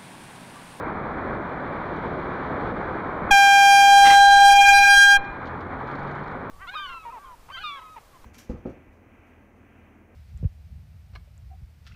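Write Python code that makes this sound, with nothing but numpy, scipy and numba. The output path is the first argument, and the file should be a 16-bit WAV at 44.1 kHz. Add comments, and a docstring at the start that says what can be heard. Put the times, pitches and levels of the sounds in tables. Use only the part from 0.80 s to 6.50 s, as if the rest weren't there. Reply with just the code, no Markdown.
"""An air horn on a bicycle blasts one long 800 Hz note, so close that the camera turns its gain down and
still overloads. The buzzing diaphragm beats against its own reflections and echoes off the house fronts.
Under it a brake block squeaks on the rim as a car cuts across the bike path. The car pulls away,
its exhaust booming with the rising revs, and the bicycle rattles and ticks faintly.
Tyre noise from the city street and a deep rumble from the overloaded microphone lie beneath it all."""
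import sys
import numpy as np
from scipy import signal
from scipy.fft import rfft, irfft
from scipy.io import wavfile
from scipy.ndimage import uniform_filter1d
from numba import njit

SR = 44100
rng = np.random.default_rng(int(sys.argv[2]) if len(sys.argv) > 2 else 0)


def materialize(psi):
    """Save the field psi as 16-bit PCM at rate SR to the path in sys.argv[1].

    A 1-D psi becomes a single channel; in a 2-D psi each row is a channel.
    """
    bounded = np.clip(np.atleast_2d(psi).T, -1, 1)
    quanta = np.round(bounded * 32767).astype(np.int16)
    wavfile.write(sys.argv[1], SR, quanta)


N = 251370
TIME = np.arange(N) / SR
CAR_CLOSEST_S = 3.884

# The bicycle brakes for the car. Each row: time in seconds, speed in m/s.
BIKE_SPEED = [(3.4, 4.2), (4.2, 1.371)]


def horn(on_s=2.5115, off_s=4.372, attack_s=0.0027, release_s=0.006, pitch_hz=797.5, flare_rad=-0.15):
    """A buzzing diaphragm, coloured by a close reflection and beating against Doppler-shifted far ones."""
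    # The body of the note. Each row: multiple of the pitch, relative level in dB.
    main_partials = [(1, 1), (2, 2), (3, -6.5), (4, -9), (5, -18)]
    # As the close reflection's lag shifts, different partials cancel.
    # Each row: time in seconds, lag in ms, relative level of the note in dB.
    close_path = [(2.53, 0.86, -10.5), (2.78, 0.87, -10.9), (2.9, 0.9, -9), (2.99, 0.89, -10),
                  (3.15, 0.96, -9), (3.3, 0.97, -10.5), (3.5, 1.063, -11.5), (3.72, 0.95, -10),
                  (3.88, 0.84, -10.5), (4.02, 0.83, -11), (4.21, 0.58, -8.5), (4.36, 0.69, -13)]
    # What the car throws back. Each row: relative strength, relative Doppler shift.
    reflections = [(0.58, -1.0), (1, .9), (0.79, -0.23)]
    # The rasp around the note. Each row: frequency in Hz, relative density in dB.
    rasp_colour = [(1000, -2.5), (4000, -1.5), (9000, -8), (15000, -9)]
    age = (TIME - on_s).clip(0)
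    pitch = pitch_hz + 30 * np.exp(-age / .005) + 3.3 * age   # starts sharp, settles, creeps up
    phase = 2 * np.pi * np.cumsum(pitch + 1.7 * drift(rate=1000)) / SR
    lag_ms, level_db = in_time(close_path)
    paths = [(1, phase), (0.5, phase - 2 * np.pi * pitch * lag_ms / 1000)]
    speed, = in_time(BIKE_SPEED)
    doppler_hz = 2 * pitch * speed / 343   # sound travels at 343 m/s
    car_near = nearness(CAR_CLOSEST_S, half_s=0.25)
    for strength, shift in reflections:
        beat_hz = doppler_hz * (shift + .3 * drift(rate=10))
        slip = 2 * np.pi * (np.cumsum(beat_hz) / SR + rng.random())
        paths.append((0.24 * strength * car_near, phase + slip))
    thin_buzz = [(k, -30 - (k - 7)) for k in range(7, 20)]   # each partial 1 dB below the last
    # the flare shifts the higher partials against the fundamental
    note = sum(from_db(db) * gain * np.cos(k * path_phase + flare_rad * (k - 1) ** 2)
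               for k, db in main_partials + thin_buzz for gain, path_phase in paths)
    shiver_db = 1.5 * car_near * drift(rate=31)
    rasp = from_db(-38 - 3.5 * age) * noise(rasp_colour)
    pressed = fade_in(on_s, attack_s) * (1 - fade_in(off_s, release_s))
    return pressed * (from_db(level_db + shiver_db) * note + rasp)


def street_echo(x, first_echo_s=0.0218, t60_s=0.47, midrange_db=-18.5):
    """House fronts return a diffuse, dying echo."""
    # The tone of the echo. Each row: frequency in Hz, relative density in dB.
    echo_colour = [(500, -9), (800, 4.5), (1600, 0.5), (2400, 4.5), (3200, -14), (4000, 2), (5600, -11),
                   (8000, -39)]
    tail = noise(echo_colour) * from_db(-60 * TIME / t60_s) * (TIME > first_echo_s)
    tail /= np.abs(rfft(tail))[int(700 * N / SR):int(1700 * N / SR)].mean()   # unit gain, 700-1700 Hz
    return from_db(midrange_db) * signal.fftconvolve(x, tail[:SR])[:N]


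def brake(rise_s=0.0042, t60_s=0.22, judder_db=4.0):
    """A block grabs the rim, singing and rubbing; each grab swells quickly and dies away, juddering."""
    # The block bites. Each row: peak time in seconds, squeal level in dB, rubbing level in dB.
    grabs = [(3.246, -17, -16.5), (3.268, -15, -13), (3.303, -19, -14)]
    # A narrow squeal and a broad rub. Each row: frequency in Hz, relative density in dB.
    squeal_colour = [(1700, -11), (2020, 3), (2120, 2), (2220, -12), (2600, -42)]
    rubbing_colour = [(200, -14), (900, -5.5), (1500, -3), (2100, -5), (2800, -4), (4500, -12), (9000, -38)]
    squeal, rubbing, out = noise(squeal_colour), noise(rubbing_colour), 0
    for peak_s, squeal_db, rubbing_db in grabs:
        age = TIME - peak_s
        grip = np.exp(age.clip(None, 0) / rise_s) * from_db(-60 * age.clip(0) / t60_s)
        out = out + grip * (from_db(squeal_db) * squeal + from_db(rubbing_db) * rubbing)
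    return out * from_db(judder_db * drift(rate=460))


def engine(gain_db=-47, earshot_s=2.9):
    """Low exhaust orders follow the revs and boom as they climb through resonances."""
    # The car rolls up, drops its revs and pulls away. Each row: time in seconds, crank turns a second.
    revs = [(3.7, 43), (4.5, 45.3), (4.72, 42.3), (4.88, 43), (5.7, 52.7)]
    # The exhaust note. Each row: multiple of the crank rate, relative level in dB.
    orders = [(2, -5), (3, 0), (4, -8), (5, -11), (6, -14), (8, -16)]
    # Exhaust resonances. Each row: centre in Hz, half width in Hz, boost in dB.
    booms = [(85, 4, 12), (143, 6.5, 13), (264.4, 10, 17)]
    crank_hz, = in_time(revs)
    crank_phase = 2 * np.pi * np.cumsum(crank_hz) / SR
    out = 0
    for k, db in orders:
        boom_db = sum(boost / (1 + ((k * crank_hz - hz) / width) ** 2) for hz, width, boost in booms)
        level = from_db(db + boom_db - drift(rate=7.3))   # wavers by about 1 dB
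        out = out + level * np.sin(k * crank_phase + rng.uniform(0, 2 * np.pi))
    return from_db(gain_db) * fade_in(earshot_s, swell_s=.3) * out


def rattles(coast_from_s=5.071, coast_to_s=5.53, pawl_gap_s=.04, rise_s=0.0011, t60_s=0.075):
    """Each rattle, and each tick of the freewheel's pawl, is a short, dull metallic chink."""
    # Small rattles of the bicycle. Each row: start in seconds, level in dB.
    chinks = [(1.163, -56), (4.443, -48), (4.655, -51), (4.670, -51), (4.805, -52)]
    # The tone of the metal. Each row: frequency in Hz, relative density in dB.
    metal_colour = [(1500, -29.5), (3000, 13), (4200, 13), (5200, -1.5), (7200, -7), (9000, -62)]
    pawl_ticks = []
    for s in np.arange(coast_from_s, coast_to_s, pawl_gap_s):
        start_s = s + 0.0022 * rng.standard_normal()
        db = -53.5 - 5 * (s - coast_from_s) + 2 * rng.standard_normal()   # fading and uneven
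        pawl_ticks.append((start_s, db))
    envelope = np.zeros(N)
    for start_s, db in chinks + pawl_ticks:
        start = int(start_s * SR)
        age = TIME[:min(SR // 10, N - start)]
        envelope[start:start + len(age)] += from_db(db - 60 * age / t60_s) * (1 - np.exp(-age / rise_s))
    return envelope * noise(metal_colour)


def traffic(rumble_db=-32.5, roar_db=-33.5, hiss_db=-62.5, db_per_m_per_s=1.66):
    """Tyres rumble, roar and hiss, sinking as the bicycle slows and swelling as vehicles go by."""
    # A bus, two cars, the turning car's rear wheels, the same car leaving.
    # Each row: closest moment and half length in seconds, then rumble, roar and hiss levels in dB.
    passes = [(1.3, 0.43, -47, -62, -60), (1.87, 0.1, -34.5, -36, -58), (2.476, 0.044, -32, -37, -78),
              (4.416, 0.079, -40, -30.5, -56), (5.3, 0.33, -53, -38, -62)]
    # The three bands of tyre noise. 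Each row: frequency in Hz, relative density in dB.
    rumble_colour = [(20, -14), (45, 0), (100, 0), (180, 1.5), (350, 1.5), (550, -0.5), (750, -3.5),
                     (1200, -70)]
    roar_colour = [(350, -32.5), (620, -13.5), (800, -1), (1100, -1), (1550, -4), (1900, -11),
                   (2350, -14.5), (2700, -36), (3500, -91.5)]
    hiss_colour = [(1800, -9.5), (2700, 11), (3400, 15), (4200, 9), (5000, -6), (6300, -11.5),
                   (8000, -34.5), (12000, -34.5), (15500, -30.5)]
    speed, = in_time(BIKE_SPEED)
    slowing_db = db_per_m_per_s * (speed - speed[0])
    power = np.outer(from_db([rumble_db, roar_db, hiss_db]), from_db(slowing_db)) ** 2
    for closest_s, half_s, *bands_db in passes:
        power += np.outer(from_db(bands_db), nearness(closest_s, half_s)) ** 2
    rumble, roar, hiss = np.sqrt(power)
    low = rumble * noise(rumble_colour) * from_db(drift(rate=22))
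    high = (roar * noise(roar_colour) + hiss * noise(hiss_colour)) * from_db(drift(rate=26))
    return low + high


def overload_rumble(base_db=-56, flutter_peak_db=-30.5, unevenness_db=6.0):
    """A deep, uneven rumble from the overloaded microphone, strongest while the horn flutters."""
    # The tone of the rumble. Each row: frequency in Hz, relative density in dB.
    rumble_colour = [(10, -4.5), (28, 3.5), (50, -3), (90, -27.5), (200, -27.5)]
    level = from_db(base_db) + from_db(flutter_peak_db) * nearness(CAR_CLOSEST_S, half_s=0.47) ** 4
    return level * from_db(unevenness_db * drift(rate=19)) * noise(rumble_colour)


def from_db(db):
    """Decibels to gain."""
    return 10 ** (np.asarray(db) / 20)


def rms_one(x):
    """Scale to unit power."""
    return x / np.sqrt(np.mean(x ** 2) + 1e-20)


def in_time(rows):
    """Each column of a curve table, sample by sample."""
    times, *columns = np.transpose(rows)
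    return [np.interp(TIME, times, column) for column in columns]


def fade_in(middle_s, swell_s):
    """A smooth rise from 0 to 1, halfway up at middle_s."""
    return .5 * (1 + np.tanh((TIME - middle_s) / swell_s))


def nearness(closest_s, half_s):
    """Something goes by in a straight line: 1 when closest, falling as one over distance."""
    return 1 / np.hypot(1, (TIME - closest_s) / half_s)


def noise(colour):
    """Unit-power noise with the given spectrum, falling 30 dB an octave above its last point."""
    hz, db = np.transpose(colour)
    bins = np.fft.rfftfreq(N, 1 / SR).clip(1)
    shape_db = np.interp(np.log(bins), np.log(hz), db) - 30 * np.log2(bins / hz[-1]).clip(0)
    return rms_one(irfft(rfft(rng.standard_normal(N)) * from_db(shape_db), N))


def drift(rate):
    """A random wander with spread 1, up to about `rate` swings a second."""
    bins = np.fft.rfftfreq(N, 1 / SR)
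    return rms_one(irfft(rfft(rng.standard_normal(N)) / (1 + (bins / rate) ** 2) ** 2, N))


def gain_control(x, threshold_db=-20, range_db=9.0, attack_s=0.0065, recovery_db_per_s=31):
    """A loud sound pulls the gain down quickly; afterwards it climbs back at a steady rate."""
    power = uniform_filter1d(x ** 2, size=SR // 200).clip(1e-12)
    cut_db = np.clip(10 * np.log10(power) - threshold_db, 0, range_db)
    climb_db = recovery_db_per_s * TIME
    held_db = np.maximum.accumulate(cut_db + climb_db) - climb_db
    pole = np.exp(-1 / (attack_s * SR))
    return x * from_db(-signal.lfilter([1 - pole], [1, -pole], held_db))


@njit
def clip_and_centre(x, ceiling, settle_samples):
    """A hard ceiling, with a coupling capacitor that slowly pulls the output's mean back to zero."""
    out, offset = np.empty_like(x), 0.0
    for i in range(len(x)):
        out[i] = min(x[i] - offset, ceiling)
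        offset += out[i] / settle_samples
    return out


def scene():
    """Everything meets at one microphone on the bicycle."""
    blast = from_db(9.0) * horn()
    mix = blast + street_echo(blast) + traffic() + overload_rumble() + brake() + engine() + rattles()
    return mix[None]


def record(dry, floor=0.31, ceiling=.5, settle_s=.02, self_noise_db=-78, cutoff_hz=15650):
    """The microphone gives softly on the downswing and clips hard on the upswing: the horn turns brassy."""
    # The camera's gentle treble contour. Each row: frequency in Hz, gain in dB.
    presence = [(800, 0.21), (1600, -0.5), (2400, -0.5), (4000, 0), (6400, 0.8), (8000, -0.5), (11000, 1),
                (15000, -4)]
    fine_sr = 2 * SR
    fine = signal.resample_poly(gain_control(dry[0]), 2, 1)
    fine = np.where(fine < 0, floor * np.tanh(fine / floor), fine)
    # a loud sound drags the bias down, so the note starts with a thump
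    smoothing = signal.butter(2, 70, fs=fine_sr, output="sos")
    sag = 2 * signal.sosfilt(smoothing, np.minimum(fine, ceiling) ** 2)
    clipped = signal.resample_poly(clip_and_centre(fine - sag, ceiling, fine_sr * settle_s), 1, 2)
    noisy = clipped + from_db(self_noise_db) * rng.standard_normal(N)
    hz, db = np.transpose(presence)
    toned = irfft(rfft(noisy) * from_db(np.interp(np.fft.rfftfreq(N, 1 / SR), hz, db)), N)
    return signal.fftconvolve(toned, signal.firwin(601, cutoff_hz, fs=SR), "same")[None]


dry = scene()
out = record(dry)
materialize(out)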